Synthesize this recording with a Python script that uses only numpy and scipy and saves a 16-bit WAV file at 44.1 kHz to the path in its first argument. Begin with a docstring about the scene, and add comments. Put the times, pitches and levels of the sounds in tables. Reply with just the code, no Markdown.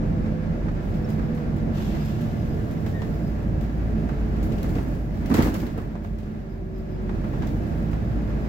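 """Road rumble booms through the upper deck of a double-decker bus, over the diesel's throb.
The rumble is filtered noise; engine, heater fan, drone and sinking axle whine are wavering sine tones.
Bumps and a pothole ring the body as decaying sines; panels and trim rattle as short noise bursts.
A valve hisses once in pipe-coloured noise, rubber squeaks in sagging tones, and a metal fitting tinkles.
As the bus slows, the whine sinks in pitch, coming and going, strongest just before it cuts out near 7.2 s."""
import sys
import numpy as np
from scipy import signal
from scipy.fft import rfft, irfft, next_fast_len
from scipy.io import wavfile
from scipy.ndimage import uniform_filter1d

SR = 44100
rng = np.random.default_rng(int(sys.argv[2]) if len(sys.argv) > 2 else 0)


def unload_audio(sound):
    """Save the sound as a 16-bit wav file, at the path given as the first command line argument."""
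    columns = np.transpose(np.atleast_2d(sound))
    # keep every value between -1 and 1, then stretch to whole-number steps
    steps = np.round(np.clip(columns, -1, 1) * 32767)
    wavfile.write(sys.argv[1], SR, steps.astype(np.int16))


N = 373968
TIME = np.arange(N) / SR


def undb(db):
    """Turn decibels into amplitude gain."""
    return 10 ** (np.asarray(db) / 20)


def unit(x):
    """Scale to rms 1."""
    return x / np.sqrt(np.mean(x ** 2))


def decay(t, ring_s):
    """Exponential die-away that loses 60 dB in ring_s."""
    return np.exp(-np.log(1000) * t / ring_s)


def curves(table):
    """Join each column of a table by straight lines in time."""
    s, *columns = np.transpose(table)
    return [np.interp(TIME, s, column) for column in columns]


def resonance_db(hz, peaks):
    """Lift that (centre [Hz], width [Hz], lift [dB]) resonances give to a frequency."""
    return sum(lift / (1 + (2 * (hz - centre) / width) ** 2) for centre, width, lift in peaks)


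def colour(x, spectrum, peaks=()):
    """Minimum-phase filter with a (frequency [Hz], gain [dB]) outline and optional resonances."""
    size = next_fast_len(N + 8192)
    f = np.maximum(np.arange(size // 2 + 1) * SR / size, 1)
    hz, db = np.transpose(spectrum)
    gain_db = np.interp(np.log(f), np.log(hz), db) + resonance_db(f, peaks)
    # folding the cepstrum forward in time makes the filter causal
    cepstrum = irfft(np.log(undb(gain_db)), size)
    cepstrum[1:size // 2] *= 2
    cepstrum[size // 2 + 1:] = 0
    response = np.exp(rfft(cepstrum))
    return irfft(rfft(x, size) * response, size)[..., :N]


def walk(rate):
    """Smooth random drift of rms 1 that changes about rate times a second."""
    k = max(int(SR / rate), 1)
    steps = np.repeat(rng.standard_normal(N // k + 1), k)
    return unit(uniform_filter1d(steps, k)[:N])


# stereo width of diffuse sound: (frequency [Hz], side minus mid [dB])
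WIDTH = [(30, -24), (60, -4), (125, -18), (250, -9), (500, -5), (1000, 4), (2000, 0), (16000, 0.5)]
# the cabin's many narrow modes ripple the treble
MODE_RIPPLE_DB, MODE_SPACING_HZ, MODE_FROM_HZ = 1.6, 32, 900


def diffuse(spectrum, peaks=()):
    """Cabin-filling noise with mid of rms 1, its treble rippled by narrow modes and its sides set by WIDTH."""
    hz = np.arange(MODE_FROM_HZ, SR / 2, MODE_SPACING_HZ)
    ripple_db = MODE_RIPPLE_DB * rng.standard_normal(len(hz)) * (hz > MODE_FROM_HZ)
    noise = colour(rng.standard_normal((2, N)), np.column_stack([hz, ripple_db]))
    mid, side = colour(noise, spectrum, peaks)
    side = colour(side, WIDTH)
    return np.array([mid + side, mid - side]) / np.std(mid)


def tone(hz, flutter, spread):
    """A sine whose strength and phase waver as the body flexes, a little differently on each side."""
    carrier = np.sqrt(2) * np.exp(2j * np.pi * np.cumsum(hz * np.ones(N)) / SR)
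    mid = (carrier * (1 + flutter * (walk(11) + 1j * walk(11)))).imag
    side = spread * (carrier * (1j + .5 * walk(4.6))).imag
    return np.array([mid + side, mid - side])


def blows(rows, ring_s, rise_s, chatter, crack_db, crack_s):
    """Envelope of (time [s], level [dB]) blows: a brief crack over an uneven tail that dies away."""
    t = TIME[:SR]
    fall = decay(t, ring_s) + undb(crack_db) * np.exp(-t / crack_s)
    shape = fall * (1 - np.exp(-t / rise_s))
    power = np.zeros(N + SR)
    for s, db in rows:
        start = int(s * SR)
        power[start:start + SR] += (undb(db) * shape) ** 2
    return np.sqrt(power[:N]) * undb(chatter * walk(400))


# roughness of the road: (time [s], rumble level [dB])
ROAD = [(0, -27.5), (1.9, -27.5), (2.4, -28), (3.5, -28.5), (4.7, -26.5), (5.05, -31), (5.45, -26.5),
        (6, -33.5), (6.7, -35), (7.25, -27.5), (8.48, -27.5)]
# outline of the rumble: (frequency [Hz], relative gain [dB])
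RUMBLE = [(20, -7.5), (32, -6), (43, 4), (62, 0), (80, 1), (135, -.5), (185, -0.5), (245, -4.5),
          (330, -8.5), (450, -15.5), (680, -18), (950, -32), (1600, -64.5)]
# cabin resonances in the rumble: (centre [Hz], width [Hz], lift [dB])
CABIN = [(159.4, 14, 5), (233.3, 16, 2.5), (318.5, 27, 5.5), (591, 15, 4.5), (700, 34, -0.5)]
# outline of the tyre roar: (frequency [Hz], relative gain [dB])
ROAR = [(400, -4), (800, 6), (1200, 2), (1750, 2.5), (2500, -4.5), (3400, -12), (5000, -15.5),
        (7300, -21.5), (8800, -32), (10500, -34), (12000, -28), (16000, -35)]
ROAR_DB = -21.5  # relative to the rumble


def road():
    """The road shakes the body shell into a resonant rumble, and tyre roar rides on top."""
    db, = curves(ROAD)
    rumble = undb(0.92 * walk(14)) * diffuse(RUMBLE, CABIN)
    roar = undb(ROAR_DB + 0.67 * walk(24)) * diffuse(ROAR)
    return undb(db) * (rumble + roar)


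# diesel speed and throb: (time [s], firing rate [Hz], firing tone level [dB], octave level [dB])
ENGINE = [(0, 44.8, -35, -36), (.9, 43, -35, -42), (1.62, 43.4, -34.5, -40), (1.9, 50.3, -28, -38),
          (2.2, 57.3, -42, -35.5), (2.75, 55.7, -39, -34.5), (2.95, 55.7, -39, -39),
          (3.25, 55.3, -29.5, -40), (4.5, 53.1, -29, -39), (4.7, 52.9, -35, -42), (5.05, 52.3, -29, -42),
          (5.3, 51.5, -35, -43), (6.5, 47.6, -38.5, -46), (7.3, 45.5, -31, -37), (7.7, 51.3, -29, -38),
          (8.1, 54.7, -30.5, -34.5), (8.48, 52.4, -29, -44)]


def engine():
    """Only the four lowest harmonics of the uneven firings reach the upper deck."""
    hz, firing_db, octave_db = curves(ENGINE)
    firing = tone(hz, flutter=.2, spread=.1)
    octave = tone(2 * hz, flutter=.2, spread=.2)
    third = tone(3 * hz, flutter=.25, spread=.25)
    fourth = tone(4 * hz, flutter=.25, spread=.3)
    upper = octave + undb(-5.0) * third + undb(-6.5) * fourth
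    return undb(firing_db) * firing + undb(octave_db) * upper


# axle gears, turning with the road speed: (time [s], mesh rate [Hz], relative whine level [dB])
AXLE = [(0, 512, -42), (.6, 502, -44.5), (.85, 495, -48), (1.3, 489, -42.5), (1.55, 478, -49),
        (1.85, 470, -48), (2.1, 461, -55), (2.75, 445, -43), (3.25, 440, -48), (3.5, 436, -54),
        (3.85, 433, -47), (4.6, 424.5, -45), (4.95, 416, -50), (6.35, 388, -51), (6.55, 383.5, -42.5),
        (7.12, 368, -38), (7.3, 366, -63)]
# partials of the tyre and shaft drone: frequency as a share of the mesh rate [ratio]
DRONE_ORDERS = [.105, .209, .319, .478]
# drone partials swelling and fading: (time [s], level of each of the four partials [dB])
DRONE = [(0, -39, -43, -33, -55), (.9, -40, -43, -36.5, -46), (1.35, -39, -45, -38.5, -34),
         (1.75, -41, -44, -36, -38), (2.0, -38, -44, -29.5, -44.5), (2.3, -53, -40, -39, -45),
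         (3, -50, -39, -40, -45), (4.5, -49, -38, -39, -48), (6.5, -48, -45.5, -54, -59),
         (8.48, -48, -44, -47, -39)]


def driveline():
    """Gear whine and the drone of shaft and tyres sink in pitch together with the road speed."""
    hz, whine_db = curves(AXLE)
    drone = 0
    for share, db in zip(DRONE_ORDERS, curves(DRONE)):
        drone = drone + undb(db) * tone(share * hz, flutter=.2, spread=.2)
    # speed shakes the whine; it steadies as the bus slows
    shaking = (hz - np.min(hz)) / np.ptp(hz)
    shaken_hz = hz * (1 + .004 * shaking * walk(18))
    whine = tone(shaken_hz, flutter=.15 + .4 * shaking, spread=.7)
    return undb(whine_db - 3) * whine + drone


# wheels over bumps and through a pothole: (time [s], relative level [dB], thump pitch [Hz])
THUDS = [(1.189, -28, 89.5), (1.799, -27.5, 171), (1.94, -27.5, 150), (4.755, -26.5, 315),
         (5.299, -22, 258), (5.313, -17, 200), (5.342, -21, 312.5), (5.383, -13, 216), (5.431, -18, 165),
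         (5.458, -20, 234), (5.625, -25.5, 237.5), (5.776, -27.5, 301), (7.135, -31, 148)]
# modes of a thump: (share of its pitch [ratio], level [dB], ring time [s])
THUMP_MODES = [(.36, -2.5, .14), (.72, -2, .1), (1, 0, .09), (1.47, -4, 0.083), (2.3, -11.5, .06),
               (3.3, -17.5, .05)]
# outline of the booming body: (frequency [Hz], relative gain [dB])
BODY = [(25, -48), (50, 4), (80, 3.5), (125, -3.5), (175, -1.5), (245, 1.5), (340, -2.5), (480, -16.5),
        (700, -29), (1100, -31), (3000, -64)]
# body shell resonances when jolted: (centre [Hz], width [Hz], lift [dB])
SHELL = [(75.2, 11, 8), (166, 28, 8), (263, 29, 9.5), (332, 20, 5)]
# outline of loose panels, here and in the rattles: (frequency [Hz], relative gain [dB])
PANEL = [(150, 2.5), (320, 14.5), (700, 11.5), (1100, 6), (1900, 2), (3000, -10), (5000, -18), (8000, -26),
         (16000, -47)]
THUMP_DB, THUMP_PUSH_S = 3.5, .003
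THUD_TAIL_DB, THUD_KNOCK_DB, THUD_RING_S = -5.5, -17.5, 0.5  # shell boom, weaker panel chatter


def jolts():
    """Each jolt thumps one part of the body shell, then the whole shell booms and its panels chatter."""
    thumps, t = np.zeros(N + SR), TIME[:SR]
    push = 1 - np.exp(-(t / THUMP_PUSH_S) ** 2)
    for s, db, hz in THUDS:
        ring = 0
        for share, mode_db, ring_s in THUMP_MODES:
            ring = ring + undb(mode_db) * decay(t, ring_s) * np.sin(2 * np.pi * share * hz * t)
        start = int(s * SR)
        thumps[start:start + SR] += undb(db) * push * ring
    hits = [(s, db) for s, db, _ in THUDS]
    shaking = blows(hits, THUD_RING_S, rise_s=0.0024, chatter=1.8, crack_db=1, crack_s=.008)
    tail = undb(THUD_TAIL_DB) * diffuse(BODY, SHELL) + undb(THUD_KNOCK_DB) * diffuse(PANEL)
    return undb(THUMP_DB) * thumps[:N] + shaking * tail


# fine buzz of loose fittings, also guiding the stray ticks: (time [s], relative level [dB])
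BUZZ = [(0, -80), (.7, -76), (.9, -64), (1.6, -74), (2.2, -67), (3.15, -61.5), (3.5, -69), (4.3, -66),
        (4.8, -57), (5.1, -65.5), (5.55, -59), (5.9, -70.5), (7.0, -74.5), (7.35, -63), (8.48, -67.5)]
STRAY_PER_S, STRAY_SCATTER_DB = 6.4, 4.5
STRAY_BODY_DB, STRAY_EDGE_DB = 0.5, -0.5  # relative to the BUZZ curve


def stray_ticks():
    """Faint ticks at random moments, stronger while the fittings buzz: rows like TICKS."""
    when, size = rng.random(200), rng.standard_normal(200)
    times = np.cumsum(-np.log(1 - when)) / STRAY_PER_S
    levels = np.interp(times, *np.transpose(BUZZ)) + STRAY_SCATTER_DB * size
    return [(s, db + STRAY_BODY_DB, db + STRAY_EDGE_DB) for s, db in zip(times, levels) if s < TIME[-1]]


# loose panels knock: (time [s], level [dB])
KNOCKS = [(.259, -57), (.682, -49.5), (.748, -59), (1.182, -53), (1.375, -50), (1.777, -51), (2.862, -48.5),
          (3.018, -46.5), (3.693, -55), (4.089, -47.5), (4.641, -48), (4.783, -48), (5.106, -67),
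          (5.311, -46), (5.341, -41), (5.352, -40), (5.367, -39), (5.38, -37), (5.39, -44), (5.405, -39),
          (5.428, -40), (5.462, -48), (5.549, -44), (5.785, -50), (5.952, -52), (6.045, -53.5),
          (7.092, -50), (7.241, -50), (7.334, -49.5), (7.42, -48), (7.432, -50), (7.721, -54), (7.931, -47),
          (8.449, -56)]
# loudest ticks of the plastic trim: (time [s], relative body level [dB], relative bright edge level [dB])
TICKS = [(.83, -68, -60), (.941, -52, -65), (1.089, -66, -52.5), (1.102, -66, -54), (1.346, -76, -54.5),
         (1.372, -62, -63), (1.564, -55, -57), (2.049, -58, -51), (2.211, -60, -52), (2.71, -57, -53),
         (2.862, -52, -51), (3.018, -49, -68), (3.61, -53, -53), (4.089, -60, -61), (4.429, -54, -47),
         (4.52, -49.5, -57), (4.582, -49, -60), (4.63, -53, -46.5), (4.694, -55, -51), (4.752, -49, -52),
         (5.258, -46, -50), (5.297, -56, -45), (5.34, -35, -32.5), (5.38, -40, -56), (5.423, -38, -34.5),
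         (5.541, -44.5, -40.5), (5.6, -53, -47), (5.666, -50, -56), (5.777, -64, -54), (6.038, -62, -58),
         (6.185, -55, -61), (6.23, -58, -72), (7.423, -50, -68)]
# outline of the tick bodies: (frequency [Hz], relative gain [dB])
TRIM = [(800, -12), (2000, 16), (4500, 8), (7500, 0.5), (9000, -9), (16000, -10)]
# outline of the bright edges and of the buzz: (frequency [Hz], relative gain [dB])
SIZZLE = [(1000, -6.5), (3000, -0.5), (7300, 0), (9000, -8), (10500, -4), (12000, 0.5), (14000, -1.5),
          (16000, 0)]
KNOCK_RING_S, TICK_RING_S = 0.27, 0.42


def rattles():
    """Panels give short, dry knocks and the trim ticks; the cabin adds a tail to each blow."""
    trim = TICKS + stray_ticks()
    bodies = [(s, db) for s, db, _ in trim]
    bright = [(s, db) for s, _, db in trim]
    knocks = blows(KNOCKS, KNOCK_RING_S, rise_s=.0008, chatter=1.5, crack_db=10, crack_s=.009)
    knocks = knocks * diffuse(PANEL)
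    ticks = blows(bodies, TICK_RING_S, rise_s=.0007, chatter=1.8, crack_db=4, crack_s=.003)
    ticks = ticks * diffuse(TRIM)
    edges = blows(bright, TICK_RING_S, rise_s=0.00032, chatter=2.2, crack_db=5, crack_s=.0025)
    edges = edges * diffuse(SIZZLE)
    return knocks + undb(-6.0) * ticks + undb([[-5.8], [-6.8]]) * edges  # edges: left, right


# outline of the compressed air: (frequency [Hz], relative gain [dB])
AIR = [(1500, -2), (2800, 9.5), (4500, 3), (7300, -0.5), (9000, -12), (10500, -11), (11800, -3),
       (13300, -1), (14500, -7), (16000, -12)]
# resonances of the air pipe: (centre [Hz], width [Hz], lift [dB])
AIR_PIPE = [(2730, 220, 3.5), (3300, 300, 0.5)]


def air_valve(start_s=1.728, db=-49, open_s=0.032, ring_s=3.5):
    """A valve lets off compressed air through a ringing pipe; the hiss swells, then fades with the pressure."""
    t = np.maximum(TIME - start_s, 0)
    opening = 1 - np.exp(-t / open_s)
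    return undb(db + 0.8 * walk(90)) * opening * decay(t, ring_s) * diffuse(AIR, AIR_PIPE)


# rubber seals squeak: (time [s], length [s], starting pitch [Hz], level [dB])
SQUEAKS = [(1.041, .035, 5400, -52), (2.915, .245, 1880, -45)]
# the soft rubber dulls them: (frequency [Hz], gain [dB])
SEAL = [(4000, -0.5), (6000, -7), (10000, -17)]
SQUEAK_ATTACK_SHARE, SQUEAK_SAG_HZ_PER_S, SQUEAK_OCTAVE_DB = .14, 700, -16.5


def squeak():
    """Rubber sticks and slips on glass at a ragged, falling rate, loudest early on."""
    out = 0
    for s, length, start_hz, db in SQUEAKS:
        pressure = np.interp(TIME - s, [0, SQUEAK_ATTACK_SHARE * length, length], [0, 1, 0]) ** 2
        hz = start_hz - SQUEAK_SAG_HZ_PER_S * np.clip(TIME - s, 0, length)
        hz = hz * (1 + .025 * walk(450))
        slips = tone(hz, flutter=.05, spread=.7)
        octave = undb(SQUEAK_OCTAVE_DB) * pressure * tone(2 * hz, flutter=.2, spread=.7)
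        out = out + pressure * undb(db + 2 * walk(113)) * (slips + octave)
    return colour(out, SEAL)


# a small metal fitting tinkles: (time [s], relative level [dB])
TINKLES = [(1.09, -59.5), (1.225, -65), (1.992, -58), (2.047, -58), (2.37, -62), (2.49, -61), (3.125, -60),
           (3.235, -59.5), (5.59, -57), (6.487, -66), (6.745, -63.5), (6.85, -72), (6.9, -63), (8.42, -64)]
# modes of the fitting: (frequency [Hz], relative level [dB], ring time [s])
FITTING = [(4985, -2, .14), (5030, -9, .1), (13780, -8, .12), (14020, -9, .11)]
BOUNCE_GAP_S, BOUNCE_RISE_DB = .013, 1  # each bounce is a little stronger than the one before


def fitting():
    """Each tinkle is four quick, scraping bounces of a small metal part that rings in a few high modes."""
    out, t = np.zeros((2, N + SR)), TIME[:SR // 2]
    for s, db in TINKLES:
        for bounce in range(4):
            start = int((s + bounce * BOUNCE_GAP_S * rng.uniform(.7, 1.3)) * SR)
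            for hz, mode_db, ring_s in FITTING:
                detune = 1 + .004 * rng.standard_normal()
                phase = 2 * np.pi * (hz * detune * t + rng.random((2, 1)))
                gain = undb(db + mode_db + BOUNCE_RISE_DB * bounce)
                out[:, start:start + len(t)] += gain * decay(t, ring_s) * np.sin(phase)
    return out[:, :N] * undb(2 * walk(320))


# heater fan hum: (frequency [Hz], level [dB])
FAN = [(215, -38), (376, -57.5), (429, -55.5), (590, -57.5), (695, -63.5), (1094, -76.5), (1203, -74.5)]


def fan():
    """The heater blower hums in several tones; the hum wavers and swells as the body shakes."""
    rumble_db, = curves(ROAD)
    shaking = undb(0.77 * (rumble_db - np.mean(rumble_db)))
    speed = 1 + .0015 * walk(3)
    hum = 0
    for hz, db in FAN:
        # higher tones waver more and sit wider
        hum = hum + undb(db) * tone(hz * speed, flutter=min(.1 + hz / 900, .85), spread=min(hz / 900, .8))
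    return shaking * hum


def buzz():
    """Tiny contacts all over the deck merge into a sizzle; a few near ones stand out as single clicks."""
    db, = curves(BUZZ)
    far = undb(0.6 * walk(25) + 1.5 * walk(280)) * diffuse(SIZZLE)
    contacts = (rng.random(N) < 30 / SR) * rng.standard_normal((2, N))  # about 30 a second
    near = .3 * unit(colour(contacts, SIZZLE))
    return undb(db - 1.5) * (far + near)


# stereo lean, shared equally between the sides: (frequency [Hz], left minus right [dB])
LEAN = [(30, 1), (125, -3.5), (500, -2), (1000, -2), (2000, 0.5), (4000, 3), (8000, -0.5), (13000, -3.5)]


def scene():
    """All layers as heard from a rear seat of the upper deck, with a lean that varies over pitch."""
    tones = engine() + driveline() + fan()
    noises = road() + buzz() + air_valve()
    left, right = tones + noises + jolts() + rattles() + fitting() + squeak()
    left = colour(left, [(hz, db / 2) for hz, db in LEAN])
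    right = colour(right, [(hz, -db / 2) for hz, db in LEAN])
    return np.array([left, right])


TOP_HZ = 15830


def record(dry):
    """Cut the top steeply with an elliptic low-pass."""
    return signal.sosfilt(signal.ellip(10, .1, 80, TOP_HZ, fs=SR, output="sos"), dry)


dry = scene()
out = record(dry)
unload_audio(out)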